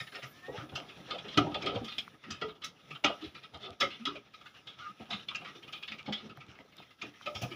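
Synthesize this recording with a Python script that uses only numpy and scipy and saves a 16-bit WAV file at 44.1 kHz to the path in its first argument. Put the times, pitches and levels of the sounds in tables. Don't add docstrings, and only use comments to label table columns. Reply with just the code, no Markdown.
import sys
import numpy as np
from scipy import signal
from scipy.fft import rfft, irfft
from scipy.io import wavfile
from scipy.ndimage import uniform_filter1d

SR = 44100
rng = np.random.default_rng(int(sys.argv[2]) if len(sys.argv) > 2 else 0)


def level_to_linear(level):
    exponent = np.asarray(level, float) / 20
    return 10 ** exponent


def bounce(signal):
    frames = np.transpose(np.atleast_2d(signal))
    limited = np.clip(frames, -1, 1)
    pcm = np.round(limited * 32767).astype(np.int16)
    wavfile.write(sys.argv[1], SR, pcm)


N = 332955
BINS = np.arange(8193) * SR / 16384
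AGE = np.arange(16384) / SR

# time in seconds, scuff level in dB, panel rumble in dB, air in dB.
SHUFFLE = [(0.0, -58.5, -62.5, -70), (1.07, -56.5, -54.5, -79.5), (1.62, -54.5, -48.5, -79),
           (2.14, -60.5, -60, -76.5), (3.93, -62, -62.5, -81.5), (4.44, -60, -63.5, -79),
           (5.11, -58, -61, -82.5), (5.95, -62.5, -58.5, -77), (6.14, -59.5, -55.5, -82),
           (7.04, -61, -65, -75.5), (7.55, -58.5, -58, -71)]
# frequency in Hz, level in dB per Hz.
AIR = [(5000, -1), (7200, 4), (8300, -12), (9700, 7.5), (11200, 5), (12000, -6), (14100, 1), (15300, 9.5)]


def rms_one(x):
    return x / np.sqrt(np.mean(x ** 2) + 1e-20)


def in_time(rows):
    s, *columns = np.transpose(rows)
    return [np.interp(np.arange(N) / SR, s, c) for c in columns]


def at_hz(points, hz):
    points_hz, points_db = np.transpose(points)
    return np.interp(np.log(hz), np.log(points_hz), points_db)


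def drift(rate):
    knots = rng.standard_normal(400)
    return np.interp(np.arange(N) / SR * min(rate, 50), np.arange(400), knots) * 1.2


def add(out, s, sound):
    i = max(round(s * SR), 0)
    out[i:i + len(sound)] += sound[:N - i]


def grains():
    uneven_db = 3.3 * np.minimum(rng.exponential(1, (2, N)), 4)
    return rng.standard_normal((2, N)) * level_to_linear(uneven_db)


def coloured(source, spectrum, patchy_db, rate, count=4):
    out, together = 0, drift(rate)
    lowest_hz, highest_hz = spectrum[0][0], min(spectrum[-1][0], 16500)
    octaves = np.log2(highest_hz / lowest_hz)
    edges = lowest_hz * 2 ** np.arange(0, octaves + 1 / count, 1 / count)
    for k, (low, high) in enumerate(zip(edges, edges[1:])):
        sections = signal.butter(2, [low, high], "band", fs=SR, output="sos")
        band = signal.sosfilt(sections, source[k % 2])
        flicker_db = patchy_db * (together + drift(rate))
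        out = out + band * level_to_linear(at_hz(spectrum, np.sqrt(low * high)) + flicker_db)
    return rms_one(out)


def resonance(x, hz, width):
    r = np.exp(-np.pi * width / SR)
    feedback = [1, -2 * r * np.cos(2 * np.pi * hz / SR), r * r]
    return signal.lfilter([(1 - r * r) / 2, 0, (r * r - 1) / 2], feedback, x)


def mode_bank(hz, width):
    return 1 / (1 + 2j * (BINS - np.asarray(hz)[:, None]) / width)


def passband(low_hz, high_hz):
    sections = signal.butter(4, [low_hz, min(high_hz, 19000)], "band", fs=SR, output="sos")
    return signal.sosfreqz(sections, BINS, fs=SR)[1]


def strike(bank, shape_db, spread_db, rise_s, t60, level_db):
    luck = rng.standard_normal((2, len(shape_db)))
    rise_s, t60 = max(rise_s, .001), np.clip(t60, .015, .45)
    fall = level_to_linear(-14 * (4.95 * abs(AGE - rise_s) / t60) ** 0.75)
    force = np.where(AGE < rise_s, (AGE / rise_s) ** 0.82, fall)
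    fade_out = np.clip((.26 - AGE) / .05, 0, 1)
    force = force * rng.standard_normal(len(AGE)) * fade_out
    shares = level_to_linear(np.add(shape_db, spread_db * luck[0])) * np.sign(luck[1])
    sound = irfft(rfft(force) * (shares @ bank))
    top = np.sqrt(np.max(uniform_filter1d(sound ** 2, size=400)))
    return level_to_linear(level_db) * sound / top


def voice(rows, partials, wobble, rough_db):
    hz, db = in_time(rows)
    t = np.arange(N) / SR
    gate = np.clip(np.minimum(t - rows[0][0], rows[-1][0] - t) / 0.00094, 0, 1)
    turns = 2 * np.pi * np.cumsum(hz * (1 + wobble * drift(45))) / SR
    tone = 0
    for k, level_db in partials:
        tone = tone + level_to_linear(level_db + rough_db * drift(40)) * np.sin(round(k) * turns)
    return np.sqrt(2) * gate * level_to_linear(db) * tone


def air():
    # frequency in Hz, level in dB per Hz.
    leaf_spectrum = [(3600, -6), (4500, 0), (6000, -2), (7000, -16)]
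    air_db = in_time(SHUFFLE)[2]
    hiss = coloured(grains(), AIR, patchy_db=2.2, rate=4, count=13)
    leaves = coloured(grains(), leaf_spectrum, patchy_db=1.5, rate=8.0)
    return level_to_linear(air_db) * (hiss + level_to_linear(1.5) * leaves)


def steady_tones():
    # time in seconds, pitch in Hz, level in dB.
    chirps = [
        [(.256, 10900, -81), (.275, 13300, -66), (.295, 13900, -64), (.315, 13200, -64), (.337, 10900, -69)],
    ]
    # time in seconds, pitch in Hz, level in dB.
    whistle = [
        (2.3, 15014, -96),
        (7.2, 15014, -96),
    ]
    return sum(voice(rows, [(1, 0)], wobble=.0003, rough_db=2) for rows in chirps + [whistle])


def shuffle():
    # frequency in Hz, level in dB per Hz.
    scuff_spectrum = [(470, -42), (800, 1), (1060, -23), (1310, 4), (3600, 6), (4320, -8), (5770, -2.5),
                      (8400, -65)]
    # frequency in Hz, level in dB per Hz.
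    rumble_spectrum = [(25, -26), (43, -15), (145, 2), (335, -3.5), (717, -7.5), (1100, -13), (1430, -14),
                       (2420, -120)]
    scuff_db, rumble_db, _ = in_time(SHUFFLE)
    friction = grains()
    scuff = coloured(friction, scuff_spectrum, patchy_db=3.0, rate=30, count=6)
    cluster = rms_one(resonance(friction[0], hz=1286, width=83))
    scuff = rms_one(scuff + level_to_linear(-8) * cluster)
    rumble = coloured(rng.standard_normal((2, N)), rumble_spectrum, patchy_db=1.8, rate=20)
    return level_to_linear(scuff_db) * scuff + level_to_linear(rumble_db) * rumble


def piglet_calls():
    # time in seconds, pitch in Hz, level in dB (of the fifth partial near enough).
    whine = [
        (.31, 328, -67),
        (.36, 349, -64),
        (.392, 355, -61),
        (.41, 356, -70),
        (.43, 361, -57),
        (.5, 378, -55),
        (.55, 398, -68),
    ]
    # multiple of the pitch, level in dB.
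    whine_partials = [(1, -14), (2, -7), (3, -11), (5, 1.5), (10, -21)]
    # time in seconds, pitch in Hz, level in dB.
    groan = [
        (.515, 401, -63),
        (.56, 425, -54),
        (.605, 478, -68),
    ]
    # time in seconds, pitch in Hz, level in dB.
    squeaks = [
        [(4.805, 1510, -69), (4.825, 1470, -45), (4.885, 1376, -52)],
        [(4.805, 1176, -61), (4.87, 1256, -40.5), (4.92, 1330, -58)],
        [(3.997, 230, -58), (4.014, 222, -52), (4.065, 267, -54)],
        [(4.085, 1260, -53), (4.155, 1255, -56), (4.165, 1235, -66)],
    ]
    calls = voice(whine, whine_partials, wobble=.005, rough_db=2.5)
    calls += voice(groan, [(1, -2), (2, 0.0)], wobble=0.018, rough_db=5.5)
    calls += voice(squeaks[0], [(1, 0), (2, -12)], wobble=.03, rough_db=4)
    for rows in squeaks[1:]:
        calls += voice(rows, [(1, 0)], wobble=.025, rough_db=4)
    return calls


def loads():
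    # start in seconds, peak rms in dB,
    # upper panel modes in dB re peak, strongest frequency in Hz.
    booms = [(.572, -44, -10, 127), (.76, -50, 1, 389), (1.24, -50, -3, 418), (1.3665, -23, -10, 297),
             (1.434, -40.5, -0.5, 157), (1.5398, -44.5, 4.5, 608), (2.413, -38.5, -10, 430),
             (4.06, -40.5, -23, 290), (4.8738, -57, -31, 201), (.61, -49, -12, 310),
             (7.022, -46, -10.5, 290), (7.257, -45.5, 1, 592), (7.504, -46, -21, 320)]
    # start in seconds, peak rms in dB,
    # upper modes in dB re peak, strongest frequency in Hz.
    bumps = [(3.036, -31.5, -1.5, 290), (3.09, -40, -1.5, 600), (4.997, -46, -7, 222), (2.3, -50, -20, 95),
             (3.25, -52, -20, 80), (3.69, -52, -12, 85), (1.46, -38, -1.5, 300), (.479, -41, -8, 480),
             (.528, -45, -6, 490), (6.59, -56.5, -2, 195), (6.715, -66, -24, 198), (6.79, -58, -8, 150),
             (5.34, -57.5, -9, 178), (5.41, -53.5, -2, 157), (2.08, -65.5, -16, 150),
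             (4.66, -61.5, -11, 200), (3.35, -60.5, -8, 138), (0.0, -49, -11, 129),
             (.2255, -47.5, -8.5, 130), (.719, -46, -7.5, 124), (1.748, -39.5, -11, 114),
             (1.81, -40, -16, 231), (1.973, -49, -15, 219), (2.9, -51.5, -23, 145), (3.53, -53, -15, 98),
             (4.146, -49, -11, 591), (5.134, -44.5, -15, 199), (5.549, -53, -14, 337),
             (6.075, -37, -5, 213), (6.301, -51, -33, 214), (6.364, -53, -6, 149), (.385, -73, -23, 95),
             (7.3456, -47, -4, 103)]
    # start in seconds, peak rms in dB, swell in seconds,
    # upper modes in dB re peak, strongest frequency in Hz.
    leans = [(0.1147, -56, 0.1, 4, 417), (1.065, -46, 0.14, 1, 492), (1.615, -36.5, 0.11, -6.5, 396),
             (1.705, -37.5, 0.098, -3, 482), (2.238, -45, 0.11, -16, 224), (3.2076, -41.5, 0.048, -22, 313),
             (3.53, -55.5, .05, -0.5, 604), (3.6149, -50.5, 0.11, -1.5, 394),
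             (3.8002, -35.5, 0.042, -8.5, 554), (5.0792, -48.5, 0.06, 1, 209),
             (5.8773, -53.5, 0.083, -10, 223), (6.2119, -47, 0.075, -26, 227),
             (6.459, -53, 0.064, -27, 106), (7.4113, -35.5, 0.03, -7, 128)]
    lean_t60_s = 0.3
    rows = [(s, db, swell_s, lean_t60_s, re_db, hz) for s, db, swell_s, re_db, hz in leans]
    for table, rise_s, t60 in [(booms, 0.022, 0.47), (bumps, 0.014, 0.27)]:
        rows += [(s, db, rise_s, t60, re_db, hz) for s, db, re_db, hz in table]
    return rows


def thumps():
    # frequency in Hz, level in dB.
    panel_modes = [(130, 2), (166, -3.5), (216, -1), (250, -12), (290, 1), (350, -1), (408, 3), (480, -11)]
    # frequency in Hz, level in dB.
    upper_modes = [(530, 3), (590, 0.5), (655, -0.5), (717, 5), (790, 3), (860, -10.5), (962, -6)]
    out = np.zeros(N)
    panel_hz, panel_db = np.transpose(panel_modes)
    upper_hz, upper_db = np.transpose(upper_modes)
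    low = passband(66, 1200)
    panels = mode_bank(panel_hz, width=21.7) * low
    upper = mode_bank(upper_hz, width=46) * passband(356, 2180)
    springs = passband(48, 110)[None]
    for s, db, rise_s, t60, upper_re_db, hz in loads():
        nearest = mode_bank([hz], width=5 / t60) * low
        near_db = panel_db - 5 * np.abs(np.log2(panel_hz / hz))
        add(out, s, strike(springs, [0], 0, 0.99 * rise_s, 0.5 * t60, db - 22.5))
        add(out, s, strike(nearest, [0], 0, 0.655 * rise_s, 0.37 * t60, db - 0.5))
        add(out, s, strike(panels, near_db, 4, 0.54 * rise_s, 0.76 * t60, db - 5))
        add(out, s, strike(upper, upper_db, 4.2, 0.744 * rise_s, 0.64 * t60, db + upper_re_db + 2.5))
    return out


def snaps():
    # start in seconds, peak level in dB, centre frequency in Hz.
    grit = [(0.578, -35, 1610), (1.3762, -17, 2950), (0.8018, -33, 2300), (1.846, -41, 3200),
            (2.0787, -36.5, 1220), (3.706, -39, 3320), (4.056, -28, 3350), (5.0564, -44, 2830),
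            (6.0294, -41, 3380), (6.3737, -40, 1250), (6.5158, -45, 2630), (6.589, -39, 2030),
            (6.59, -47, 720), (6.65, -51.5, 450), (6.66, -53.5, 447), (6.8018, -45, 790),
            (6.466, -50, 4000), (0.398, -55, 1500), (1.983, -35, 3380), (1.6615, -33, 3140),
            (3.574, -47, 4500), (6.373, -51, 12500), (6.7685, -47, 4830), (6.769, -53, 11500),
            (7.212, -38.5, 1220)]
    out = np.zeros(N)
    for s, db, hz in grit:
        spike = rng.standard_normal(600) * np.exp(-np.arange(600) / 10)
        sound = resonance(resonance(spike, hz, width=0.44 * hz), hz, width=0.44 * hz)
        add(out, s, level_to_linear(db) * sound / np.max(np.abs(sound)))
    return out


def ticks():
    # start in seconds, peak rms in dB, fall t60 in seconds,
    # part above 8 kHz in dB re peak.
    contacts = [(0.7507, -46.5, 0.16, -18), (1.372, -39.5, .082, -13.5), (1.6196, -50, .051, -22),
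                (1.842, -54.5, 0.19, -12), (1.9795, -46, 0.12, -17), (2.3027, -42.5, 0.13, -27),
                (2.6402, -42, 0.12, -13), (3.041, -36.5, 0.082, -28), (3.801, -35, 0.17, -20),
                (4.06, -51, 0.098, -20), (5.108, -58, 0.44, -16), (.0, -52, .15, -24),
                (.148, -53, .15, -24), (.228, -55, .2, -18), (6.124, -50, .12, -20),
                (5.352, -46, 0.055, -24), (5.723, -59, 0.038, -15), (7.017, -54, 0.079, -23),
                (7.261, -56, 0.16, -13), (7.346, -50, 0.61, -18), (7.415, -46.5, 0.16, -6)]
    # frequency in Hz, level in dB per Hz.
    edge_spectrum = [(4300, -12), (5080, 1), (6080, -5), (6590, -10), (8200, -29)]
    out, rise_s = np.zeros(N), 0.0095
    edge_hz, top_hz = np.linspace(4350, 8000, num=16), np.linspace(8000, 15600, num=20)
    edge = mode_bank(edge_hz + 70 * rng.standard_normal(16), width=103) * passband(4400, 7830)
    top = mode_bank(top_hz, width=800) * passband(7000, 17000)
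    edge_db, top_db = at_hz(edge_spectrum, edge_hz), 0.86 * at_hz(AIR, top_hz)
    for s, db, t60, top_re_db in contacts:
        add(out, s, strike(edge, edge_db, 5, .7 * rise_s, .9 * t60, db))
        add(out, s, strike(top, top_db, 0.88, 0.6 * rise_s, 1.0 * t60, db + top_re_db - 2.5))
    return out


def footfalls():
    # start in seconds, peak rms in dB,
    # fall t60 in seconds, 1.25 kHz cluster in dB re peak, brightest frequency in Hz.
    stamps = [(6.123, -33, .14, -18, 3300), (0.0, -37, 0.12, -13, 1834), (1.372, -24, 0.11, 2, 3050),
              (1.6598, -30.5, 0.16, -3.5, 3246), (1.981, -31.5, 0.096, -38, 3280),
              (3.0385, -29, 0.048, -7, 2960), (3.042, -22.5, 0.097, -5.5, 2490),
              (3.058, -30.5, 0.22, -6.5, 2890), (4.053, -31, 0.11, -9.5, 3340),
              (4.068, -41, 0.16, 5.5, 3020), (5.284, -35.5, 0.1, -19, 3470),
              (1.543, -33.5, 0.083, -4.5, 3456), (5.3466, -34, 0.12, -12.5, 2730)]
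    # start in seconds, rms in dB, swell in seconds,
    # brightest frequency in Hz.
    skids = [(0.14, -42, 0.022, 1850), (1.597, -44.5, 0.034, 3380), (1.738, -40.5, 0.026, 3200),
             (2.616, -45, 0.01, 3140), (2.634, -39.5, 0.0082, 3900), (3.207, -49, 0.017, 3550),
             (3.5892, -43.5, 0.091, 3500), (5.122, -36.5, 0.014, 3530), (5.471, -50.5, 0.018, 1940),
             (7.404, -40.5, 0.038, 2580), (7.5005, -43.5, 0.027, 2380)]
    # start in seconds, rms in dB, cluster in dB re peak, brightest frequency in Hz.
    tips = [(.066, -47.5, -14, 1790), (.7505, -36, -6, 2790), (1.1023, -36, -2.5, 3550),
            (1.1423, -44.5, -15, 3050), (1.1787, -40.5, -24, 3380), (1.2426, -50, -4, 2520),
            (2.904, -43, -5, 2645), (2.947, -45.5, -4, 3120), (5.188, -50, -20, 3120),
            (5.824, -39.5, -18, 3370), (5.9138, -39, -14.5, 2560), (6.2919, -52, -1.5, 2580),
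            (7.013, -37.5, -8, 2430), (2.411, -36, 0, 1960), (5.875, -40, -21, 3500),
            (7.2565, -36.5, -0.5, 2594)]
    steps = [(.219, -43, -7, 1990), (.8846, -48, -11, 2560), (1.5075, -50.5, 4, 3100),
             (2.4785, -50, 0, 3770), (3.427, -48.5, -5, 3260), (3.534, -47, -4, 3650),
             (3.799, -28.5, -3.5, 3410), (3.806, -27, -5, 2150), (4.148, -46, -11, 2450),
             (5.3, -47.5, 2, 3000), (5.547, -51.5, -11, 3580), (5.671, -48.5, -4, 2930),
             (5.9792, -44.5, -10, 2350), (6.398, -51, -2, 2280), (7.215, -51.5, -12, 3080),
             (7.345, -40, -6, 3170)]
    drags = [(.571, -50.5, 3.5, 1810), (1.279, -42.5, -23, 3410), (1.335, -45, -6, 3600),
             (1.619, -40.5, -6, 2280), (1.842, -45, -8, 3220), (1.878, -41.5, -9.5, 3620),
             (3.235, -46, -24, 3270), (5.101, -36.5, -10, 3820), (5.408, -50, -8, 2460),
             (5.444, -44.5, -5, 2310), (1.915, -42.5, -37, 3570), (2.234, -49.5, -5, 1900),
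             (2.301, -41, -5.5, 2550), (3.346, -47, -6, 2410), (3.902, -43.5, -34, 2850),
             (4.334, -51, -1, 3850), (4.453, -49.5, -6, 1455), (4.668, -44, -16, 3680),
             (4.784, -51, 3.5, 3010), (5.623, -49.5, -24, 3200), (5.724, -39, -11, 3090),
             (6.058, -45, -12, 3290), (6.17, -48, -15, 3500), (6.775, -51.5, -11, 3580)]
    patter = [(.118, -50.5, -5, 1575), (.604, -57.5, 9, 1490), (.69, -53, -11, 3440),
              (.92, -56.5, -9, 2530), (1.078, -60.5, -13, 3280), (2.14, -64, 1.5, 1660),
              (2.55, -59, -4, 2950), (2.793, -61, -4, 2470), (3.938, -49.5, -19, 3440),
              (4.005, -57.5, -1, 2580), (4.41, -54, -1, 2540), (4.54, -59, -2, 3000),
              (5.004, -53.5, -7, 2800), (5.056, -58, -9, 3030), (6.2, -57, -6, 2930), (6.55, -56, -5, 2170),
              (6.595, -58.5, -2, 2030), (6.719, -56, -13, 2100), (6.82, -53, -10, 2760),
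              (6.905, -54.5, -6, 2060), (7.135, -58, -6, 1790)]
    stamp_rise_s, skid_t60_s, skid_cluster_db = 0.0019, 0.14, -7.5
    rows = [(s, db, stamp_rise_s, t60, re_db, hz) for s, db, t60, re_db, hz in stamps]
    rows += [(s, db, swell_s, skid_t60_s, skid_cluster_db, hz) for s, db, swell_s, hz in skids]
    kinds = [(tips, 0.009, 0.13), (steps, 0.016, 0.14), (drags, 0.0074, 0.25), (patter, 0.0037, 0.14)]
    for table, rise_s, t60 in kinds:
        rows += [(s, db, rise_s, t60, re_db, hz) for s, db, re_db, hz in table]
    return rows


def taps():
    # frequency in Hz, level in dB per Hz.
    sheet_spectrum = [(1450, -5), (1610, -9), (2470, -5), (3400, -3.5), (4630, -16.5), (5400, -8.5)]
    # frequency in Hz, level in dB.
    cluster_modes = [(1190, -2.5), (1246, 4), (1305, 2.5), (1390, -8)]
    out = np.zeros(N)
    sheet_hz = np.linspace(1480, 5300, num=40) + 40 * rng.standard_normal(40)
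    cluster_hz, cluster_db = np.transpose(cluster_modes)
    sheet = mode_bank(sheet_hz, width=69) * passband(1600, 5000)
    cluster = mode_bank(cluster_hz, width=38.5) * passband(845, 1780)
    wide = passband(590, 5160)[None]
    for s, db, rise_s, t60, cluster_re_db, hz in footfalls():
        soft = np.clip(-(db + 9) / 20, 0, 1)
        nearness = np.exp(-(np.log2(sheet_hz / hz) / 0.42) ** 2)
        near_db = at_hz(sheet_spectrum, sheet_hz) + 6 * soft * nearness
        rib = mode_bank([hz], width=96) ** 2
        add(out, s, strike(wide, [0], 0, 0.67 * rise_s, 0.84 * t60, db - 14))
        add(out, s, strike(sheet, near_db, 4.15, 0.81 * rise_s, 1.06 * t60, db - 2.26))
        add(out, s, strike(rib, [0], 0, 0.93 * rise_s, 0.74 * t60, db - 14.0 + 8 * soft))
        add(out, s, strike(cluster, cluster_db, 2.2, 1.08 * rise_s, 1.09 * t60, db + cluster_re_db - .1))
    return out


def scene():
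    background = air() + steady_tones() + shuffle()
    return (background + piglet_calls() + thumps() + snaps() + ticks() + taps())[None]


def top_cut(x):
    return signal.sosfilt(signal.butter(12, 16370, fs=SR, output="sos"), x)


def record(dry):
    level_db = 10 * np.log10(uniform_filter1d(dry ** 2, size=900) + 1e-12)
    duck = uniform_filter1d(level_to_linear(0.58 * np.clip(level_db + 50, -30, 0)), size=300)
    low_pass = signal.cheby2(18, 50, 15850, fs=SR, output="sos")
    return top_cut(signal.sosfilt(low_pass, dry * duck))


dry = scene()
out = record(dry)
bounce(out)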